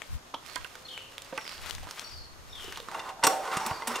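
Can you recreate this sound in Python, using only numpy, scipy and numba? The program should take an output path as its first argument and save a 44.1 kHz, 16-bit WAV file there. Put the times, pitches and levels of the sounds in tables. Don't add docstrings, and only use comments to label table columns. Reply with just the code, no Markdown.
import sys
import numpy as np
from scipy import signal
from scipy.fft import rfft, irfft
from scipy.io import wavfile
from scipy.ndimage import uniform_filter1d
from numba import njit

SR = 44100
rng = np.random.default_rng(int(sys.argv[2]) if len(sys.argv) > 2 else 0)


def waveform_to_disk(signal):
    frames = np.transpose(np.atleast_2d(signal))
    scaled = np.clip(frames, -1, 1) * 32767
    samples = np.round(scaled).astype(np.int16)
    wavfile.write(sys.argv[1], SR, samples)


def attenuation_scalar(level_db):
    decades = np.asarray(level_db, float) / 20
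    return 10 ** decades


N = 176400

TOP_HZ = 15600
THIN_HZ = 205
OPPOSITE = np.array([[1], [-1]])


def unit(x):
    return x / np.sqrt(np.mean(x ** 2))


def peak(x):
    return x / np.abs(x).max()


def curve(rows, axis=1):
    return np.interp(np.arange(N) / SR, np.array(rows)[:, 0], np.array(rows)[:, axis])


def colour(x, rows):
    f, shape = np.fft.rfftfreq(1024, 1 / SR), np.array(rows)
    log_gain = np.interp(np.log(f + 1), np.log(shape[:, 0]), shape[:, 1]) * np.log(10) / 20
    cepstrum = irfft(log_gain)
    cepstrum[1:512] *= 2
    cepstrum[513:] = 0
    return signal.fftconvolve(x, irfft(np.exp(rfft(cepstrum))))[:len(x)]


def thin(x):
    return signal.sosfilt(signal.butter(2, THIN_HZ, "high", fs=SR, output="sos"), x)


def ring(x, hz, t60):
    r = 1000 ** (-1 / (max(t60, .002) * SR))
    turn = 2 * np.pi * hz / SR
    return signal.lfilter([np.sin(turn)], [1, -2 * r * np.cos(turn), r * r], x)


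@njit
def svf(x, hz, width):
    y, b, l = np.empty(len(x)), 0., 0.
    for i in range(len(x)):
        g, k = np.tan(np.pi * hz[i] / SR), width / hz[i]
        v = (b + g * (x[i] - l)) / (1 + g * (g + k))
        b, l, y[i] = 2 * v - b, l + 2 * g * v, k * v
    return y


def walk(rate):
    k = int(SR / rate)
    steps = np.repeat(rng.standard_normal(N // k + 1), k)
    return 0.72 * uniform_filter1d(uniform_filter1d(steps, k), k)[:N]


def grains(per_s, spread_db):
    chance, sign, size = rng.random((3, N))
    size = np.minimum(-np.log(size + 1e-9), 4)
    return unit((chance < per_s / SR) * np.sign(sign - .5) * attenuation_scalar(spread_db * size))


def add(out, x, s):
    i = int(s * SR)
    out[i:i + len(x)] += x[:N - i]


def tail(x, t60):
    t, same = np.arange(SR // 2) / SR, .45
    h = rng.standard_normal((2, len(t))) * 1000 ** (-t / t60) * np.minimum(t / 0.0033, 1)
    h[1] = same * h[0] + np.sqrt(1 - same ** 2) * h[1]
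    return signal.fftconvolve(x[None], h / np.sqrt((h ** 2).sum(axis=1, keepdims=True)), axes=1)[:, :N]


# f/Hz, level/dB per Hz
LEAVES = [(80, -8), (300, -10), (1200, -11.5), (2300, -22), (6000, -23), (12000, -37), (16000, -44)]
# f/Hz, level/dB
LEAVES_SIDE = [(80, -9.5), (400, -4), (3000, 2.5)]
# f/Hz, level/dB
TAPE_WHINE = [(6675, -78.5), (8947, -80.5), (11730, -78)]
# t/s, length/s, first f/Hz, last f/Hz, level/dB
INSECT = (0.7, 1.2, 501, 618.5, -61)
LEAVES_DB = -55


def air():
    t = np.arange(N) / SR
    mid, side = (colour(rng.standard_normal(N), LEAVES) for _ in range(2))
    bed = (mid + colour(side, LEAVES_SIDE) * OPPOSITE) / np.std(mid) * attenuation_scalar(LEAVES_DB + 0.2 * walk(4.1))
    whine = sum(attenuation_scalar(db + 8) * np.sin(2 * np.pi * hz * t + .5 * walk(22.1)) for hz, db in TAPE_WHINE)
    start_s, length_s, first_hz, last_hz, db = INSECT
    passed = np.clip((t - start_s) / length_s, 0, 1)
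    hz = first_hz + (last_hz - first_hz) * passed + 6 * walk(12.9)
    swell = attenuation_scalar(db + 4 * walk(12.2)) * np.sin(np.pi * passed ** .4)
    return bed + whine + swell * np.sin(2 * np.pi * np.cumsum(hz) / SR)


# f/Hz, level/dB per Hz
STONE_CRACK = [(600, -50), (2500, -1), (6000, 0), (16000, -17)]
STONE_T60_S, STONE_CRACK_T60_S = .11, .012


def clicks(rows):
    out, t = np.zeros(N), np.arange(SR // 8) / SR
    for s, db, hz, crack_db in rows:
        hit, snap = rng.standard_normal((2, len(t)))
        body = ring(hit, hz, 6 / hz) + .6 * ring(hit, 1.5 * hz, 5 / hz) + .5 * ring(hit, 3.1 * hz, 6 / hz)
        ping = 1.18 * np.sin(2 * np.pi * hz * t) * np.exp(-t * hz / 2)
        body = (peak(body[::-1]) + ping) * 1000 ** (-t * (hz / 1000) ** 2 / STONE_T60_S)
        crack = colour(snap * 1000 ** (-t / STONE_CRACK_T60_S), STONE_CRACK)
        add(out, attenuation_scalar(db - 14.5) * (body * 4.06 + attenuation_scalar(crack_db) * crack), s)
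    return out


# t/s, peak level/dB, ring f/Hz, crack level/dB
STONES = [(0.019, -22, 2210, -32), (0.343, -34, 3960, 11), (0.462, -37, 2490, 16), (0.558, -33, 4400, 27),
          (0.646, -26, 2730, -2), (0.754, -34.5, 1450, 17.5), (0.977, -24, 2420, -13),
          (1.181, -20, 3320, -18), (1.22, -37.5, 5060, 24), (1.247, -41, 5000, 19.5),
          (1.377, -19.5, 2690, 6), (1.412, -32, 3000, -1), (1.445, -31, 3500, -8), (1.493, -27, 2740, 7),
          (1.453, -27.5, 2100, -9), (1.466, -30, 2520, -7), (1.478, -22, 3010, -23), (1.58, -31, 3030, 2),
          (1.66, -33.5, 1340, 21.5), (1.697, -29, 1420, 18), (1.709, -19.5, 3200, 5),
          (1.782, -27.5, 1830, -22), (1.75, -31.5, 2970, 17), (1.83, -36.5, 795, 9), (1.871, -30.5, 994, 1),
          (1.889, -32, 1520, 6), (1.91, -33.5, 1320, 24), (1.995, -25, 3020, 14.5)]
# t/s, level/dB
SHOES = [(0, -57), (.4, -62.5), (.47, -51.5), (.8, -54.5), (1.3, -54.5), (1.45, -50), (1.72, -44),
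         (1.8, -54.5), (1.89, -48), (1.98, -47), (2.12, -54), (2.3, -66.5), (2.58, -51), (2.65, -45.5),
         (2.95, -60.5), (3.12, -79), (3.2, -86)]
# f/Hz, level/dB per Hz
GRIT = [(150, -14), (400, -3), (1200, 3), (4000, -1.5), (16000, -14)]
GRAIN_HZ = 900, 2560, 7200
GRAINS_PER_S, GRAIN_SPREAD_DB = 2000, 4


def gravel():
    sizes = np.zeros(N)
    for hz in GRAIN_HZ:
        band = signal.butter(1, [hz / 2, hz * 2], "band", fs=SR, output="sos")
        sizes += signal.sosfilt(band, grains(GRAINS_PER_S, GRAIN_SPREAD_DB) * attenuation_scalar(4.5 * walk(60)))
    grit = unit(colour(sizes + .5 * rng.standard_normal(N), GRIT))
    return grit * attenuation_scalar(curve(SHOES) + 2 * walk(36.74)) + clicks(STONES)


# t/s, length/s, level/dB
GUSTS = [
    (0.139, 0.032, -32),
    (0.605, .03, -46.5),
    (1.631, 0.047, -44),
    (1.796, 0.069, -39.5),
    (2.163, 0.065, -48),
    (2.527, 0.37, -53),
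]
WIND_DB, WIND_HZ, WIND_LEFT_DB, WIND_SAME = -68, 70, 1, 0.45


def wind():
    t = np.arange(N) / SR
    gust = attenuation_scalar(WIND_DB + 5.1 * walk(2.8))
    gust += sum(attenuation_scalar(db) * np.exp(-((t - s) / length) ** 2) for s, length, db in GUSTS)
    rumble = [(20, -7), (WIND_HZ, 0), (130, -12), (400, -45)]  # f/Hz, level/dB
    same, apart = (unit(colour(rng.standard_normal(N), rumble)) for _ in range(2))
    return gust * (WIND_SAME * same + apart * OPPOSITE) * attenuation_scalar(WIND_LEFT_DB * OPPOSITE)


# t/s, level/dB, low f/Hz, high f/Hz, t60/s
CLACKS = [
    (.339, -28.5, 1010, 1400, 0.021),
    (.343, -26, 980, 3260, 0.11),
    (.557, -31.5, 990, 3280, 0.21),
    (0.56, -31, 1623, 1900, 0.11),
    (0.646, -34.5, 1555, 2750, 0.052),
    (1.325, -29.5, 533, 990, 0.22),
    (1.376, -26, 878, 2400, .13),
    (1.38, -28, 1540, 1930, 0.073),
]
CLACK_PUSH_S, CLACK_HIGH_DB, CLACK_RING = .005, -4, .45


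def clacks():
    out, t = np.zeros(N), np.arange(SR // 8) / SR
    for s, db, low_hz, high_hz, t60 in CLACKS:
        push = rng.standard_normal(len(t)) * np.minimum(t / 0.0013, 1) * np.exp(-t / CLACK_PUSH_S)
        low = ring(push, low_hz, CLACK_RING * t60) + .7 * ring(push, 1.3 * low_hz, .2 * t60)
        high = ring(push, high_hz, .1 * t60)
        add(out, attenuation_scalar(db) * (peak(low) + attenuation_scalar(CLACK_HIGH_DB) * peak(high)), s)
    return out


# t/s, length/s, first f/Hz, last f/Hz, level/dB
SONG = [(0.478, 0.065, 4150, 4630, -55), (0.843, 0.051, 4080, 4380, -52.5), (0.864, 0.24, 3607, 2673, -49),
        (1.381, 0.21, 5600, 5340, -56), (1.441, 0.15, 5200, 4210, -53), (2.02, 0.17, 5630, 5470, -55.5),
        (2.039, 0.057, 4550, 4500, -50), (2.101, 0.21, 4990, 4170, -53.5), (2.492, 0.1, 5500, 5530, -60.5),
        (2.508, 0.3, 3770, 2713, -51), (3.575, 0.15, 5780, 5480, -52), (3.697, .14, 4900, 4400, -54),
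        (3.89, 0.072, 5450, 5500, -52)]
TRILL_PER_S, TRILL_SWING_HZ, TRILL_TURN_HZ = 39, 410, 5010
TREES_T60_S, TREES_DB, RASP_HZ = 0.53, 8, 153


def thrush():
    out = np.zeros(N)
    for s, length, first_hz, last_hz, db in SONG:
        t = np.arange(int(length * SR)) / SR
        swing = TRILL_SWING_HZ / (1 + (first_hz / TRILL_TURN_HZ) ** 8)
        turn = 2 * np.pi * (TRILL_PER_S * t + rng.random())
        fall = last_hz + (first_hz - last_hz) * (1 - t / length) ** 2.3
        hz = fall + swing * signal.sawtooth(turn, 0) + RASP_HZ * walk(400)[:len(t)]
        breath = np.sin(np.pi * (t / length) ** 0.39) ** 1.46 * (1 - np.cos(turn)) ** 2 / 2
        add(out, attenuation_scalar(db) * breath * np.sin(2 * np.pi * np.cumsum(hz) / SR), s)
    return out * attenuation_scalar(1.5 * OPPOSITE) * 1.53 + attenuation_scalar(TREES_DB) * tail(out, TREES_T60_S)


# t/s, level/dB, f/Hz, t60/s
PUFFS = [(2.643, -25.5, 417, 0.027), (2.68, -13.5, 368, 0.013), (2.699, -32.5, 400, 0.035),
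         (2.799, -19, 504, 0.02), (2.824, -25, 457, 0.022), (3.268, -13, 303, 0.034),
         (3.273, -25, 425, 0.089), (3.569, -7, 186, 0.014), (3.666, -30, 223, 0.07),
         (3.712, -11.5, 117, 0.02), (3.873, -32.5, 237, 0.24)]


def puffs():
    out, t = np.zeros(N), np.arange(SR // 7) / SR
    for s, db, hz, t60 in PUFFS:
        add(out, attenuation_scalar(db) * np.sin(2 * np.pi * hz * t) * np.minimum(t / 0.0099, 1) * 1000 ** (-t / t60), s)
    return out


# t/s, peak level/dB, ring f/Hz, crack level/dB
GRIP = [
    (2.644, -31.5, 3320, 15),
    (2.724, -22.5, 1820, 8),
    (2.76, -26, 3230, -5),
    (2.773, -24.5, 1144, 13.5),
    (2.781, -32, 3260, -2),
    (2.802, -23.5, 3580, 2),
    (2.886, -26.5, 1210, 5),
    (2.915, -30, 1530, 8),
]


def grip():
    return clicks(GRIP)


# t/s, level/dB, hollow f/Hz
DRAG = [(2.85, -62, 940), (2.95, -38, 924), (3.04, -45, 930), (3.09, -40, 910), (3.14, -53.5, 705),
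        (3.22, -52.5, 760), (3.3, -34, 740), (3.41, -40.5, 610), (3.47, -36.5, 980), (3.55, -31.5, 1120),
        (3.62, -36, 860), (3.66, -35.5, 820), (3.73, -39.5, 900), (3.8, -42, 1040), (3.86, -43, 900),
        (3.91, -34, 940), (3.96, -38, 1130), (4, -36, 970)]
# f/Hz, level/dB per Hz
WHIR = [(200, -7.5), (500, 0.5), (950, -0.5), (1600, -9), (2800, -17), (7000, -19.5), (16000, -35)]
RATTLES_PER_S, RATTLE_SPREAD_DB, DRAG_FLICKER_DB = 1000, 3.5, 2.2
WHIR_DB, HOWL_DB, HOWL_WIDTH_HZ, HOWL_WANDER = -8, -1, 204, 0.076


def rope():
    drag = attenuation_scalar(curve(DRAG) + DRAG_FLICKER_DB * walk(90)) * (np.arange(N) / SR > DRAG[0][0])
    rub = .5 * grains(RATTLES_PER_S, RATTLE_SPREAD_DB) + rng.standard_normal(N)
    hollow_hz = curve(DRAG, axis=2) * (1 + HOWL_WANDER * walk(25.03))
    howl = unit(svf(rub, hollow_hz, float(HOWL_WIDTH_HZ)))
    whir = unit(colour(rub, WHIR))
    return (attenuation_scalar(WHIR_DB) * whir + attenuation_scalar(HOWL_DB) * howl) * drag, rub * drag


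# t/s, level/dB, contact length/s, crack level/dB, ring f/Hz
KNOCKS = [(2.944, -35, 0.0086, -5, 2850), (2.992, -43, 0.011, 3.5, 2980), (3.09, -37.5, .006, -4, 2680),
          (3.227, -23, 0.016, -15, 2000), (3.236, -22.5, 0.018, 2, 4700), (3.267, -18, 0.0081, -0.5, 8100),
          (3.325, -55, 0.008, -19, 2000), (3.475, -26.5, 0.0027, -5, 2180), (3.513, -32, 0.014, -7, 2440),
          (3.568, -37.5, 0.0091, 6.5, 5570), (3.61, -45, 0.0046, -14, 2000),
          (3.662, -35.5, 0.0088, 4, 12000), (3.708, -28.5, 0.0093, -9, 1820),
          (3.82, -31.5, 0.0047, -5, 2190), (3.869, -33, 0.0072, -15, 1990), (3.872, -37, 0.012, 6.5, 9100),
          (3.891, -38, 0.0045, -2, 2940), (3.942, -42.5, 0.017, 2, 2740), (3.956, -40.5, 0.012, 8, 4800)]
# f/Hz, level/dB per Hz
METAL_CRACK = [(1200, -3), (3500, -7), (8200, -7), (12500, -12), (16000, -7.5)]
# f/Hz, level/dB, t60/s
PAWL = [(2062, -4, .06), (2782, -3, 0.039), (3575, -7, 0.036), (5645, -16, 0.067), (6770, -15, 0.017),
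        (8100, -3.5, 0.029), (8250, -14, 0.037), (10070, -11, 0.04), (12100, -14, 0.028)]
PAWL_DB, PAWL_DB_PER_OCT = -17.5, 9.5
# f/Hz, level/dB, t60/s
COWL = [(453, -10.5, 0.19), (530.3, -15, 0.57), (651, -8.5, 0.14), (767, -8, 0.64), (908, 2, 0.083),
        (985, 2.5, 0.07), (1058, -2.5, 0.076), (1120, 5, 0.057), (1453, 2.5, 0.022)]
COWL_DB, RUB_DB, CRACK_DB = -23, -19, 11


def pawl_ring(hit, pitch_hz):
    out = np.zeros(len(hit))
    for hz, db, t60 in PAWL:
        out += attenuation_scalar(db - PAWL_DB_PER_OCT * abs(np.log2(hz / pitch_hz))) * ring(hit, hz, t60)
    return out


def starter():
    push, crack, pawls = np.zeros((3, N))
    t = np.arange(SR // 7) / SR
    for s, db, length, crack_db, pitch_hz in KNOCKS:
        contact = np.minimum(t / 0.0014, 1) * np.exp(-(t / length) ** 2) * attenuation_scalar(db)
        shove, hit = rng.standard_normal((2, len(t))) * contact
        add(push, shove * np.sqrt(0.0044 / length), s)
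        dulled = signal.lfilter(*signal.butter(2, min(1.8 * pitch_hz, TOP_HZ), fs=SR), hit)
        add(crack, dulled * attenuation_scalar(crack_db), s)
        add(pawls, attenuation_scalar(crack_db) * pawl_ring(hit, pitch_hz), s)
    rope_sound, rub = rope()
    shake = push + attenuation_scalar(RUB_DB) * rub
    cowl = sum((-1) ** k * attenuation_scalar(db) * ring(shake, hz, t60) for k, (hz, db, t60) in enumerate(COWL))
    metal = attenuation_scalar(COWL_DB) * cowl + colour(attenuation_scalar(CRACK_DB) * crack, METAL_CRACK) + attenuation_scalar(PAWL_DB) * pawls
    return thin(metal + rope_sound)


YARD_T60_S, YARD_DB, PORT_LAG_S = 0.37, -9, .00001


def place(x, pan_db):
    turn = np.pi * np.fft.rfftfreq(N, 1 / SR) * PORT_LAG_S * OPPOSITE
    return irfft(rfft(x) * np.exp(1j * turn), N) * attenuation_scalar(np.array([pan_db, -pan_db]).reshape(2, -1) / 2)


def scene():
    feet = thin(gravel() + clacks() + grip())
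    engine = puffs() + starter()
    near = place(feet, 0.46 + 9.4 * walk(6.18)) + place(engine, -1.8)
    return air() + near + attenuation_scalar(YARD_DB) * tail(feet + engine, YARD_T60_S) + wind() + thrush()


def roll_off(x):
    return signal.sosfilt(signal.butter(12, 16490, fs=SR, output="sos"), x)


def record(dry):
    low_pass = signal.cheby1(12, .5, TOP_HZ, fs=SR, output="sos")
    mix = signal.sosfilt(low_pass, dry)
    return roll_off(mix)


dry = scene()
out = record(dry)
waveform_to_disk(out)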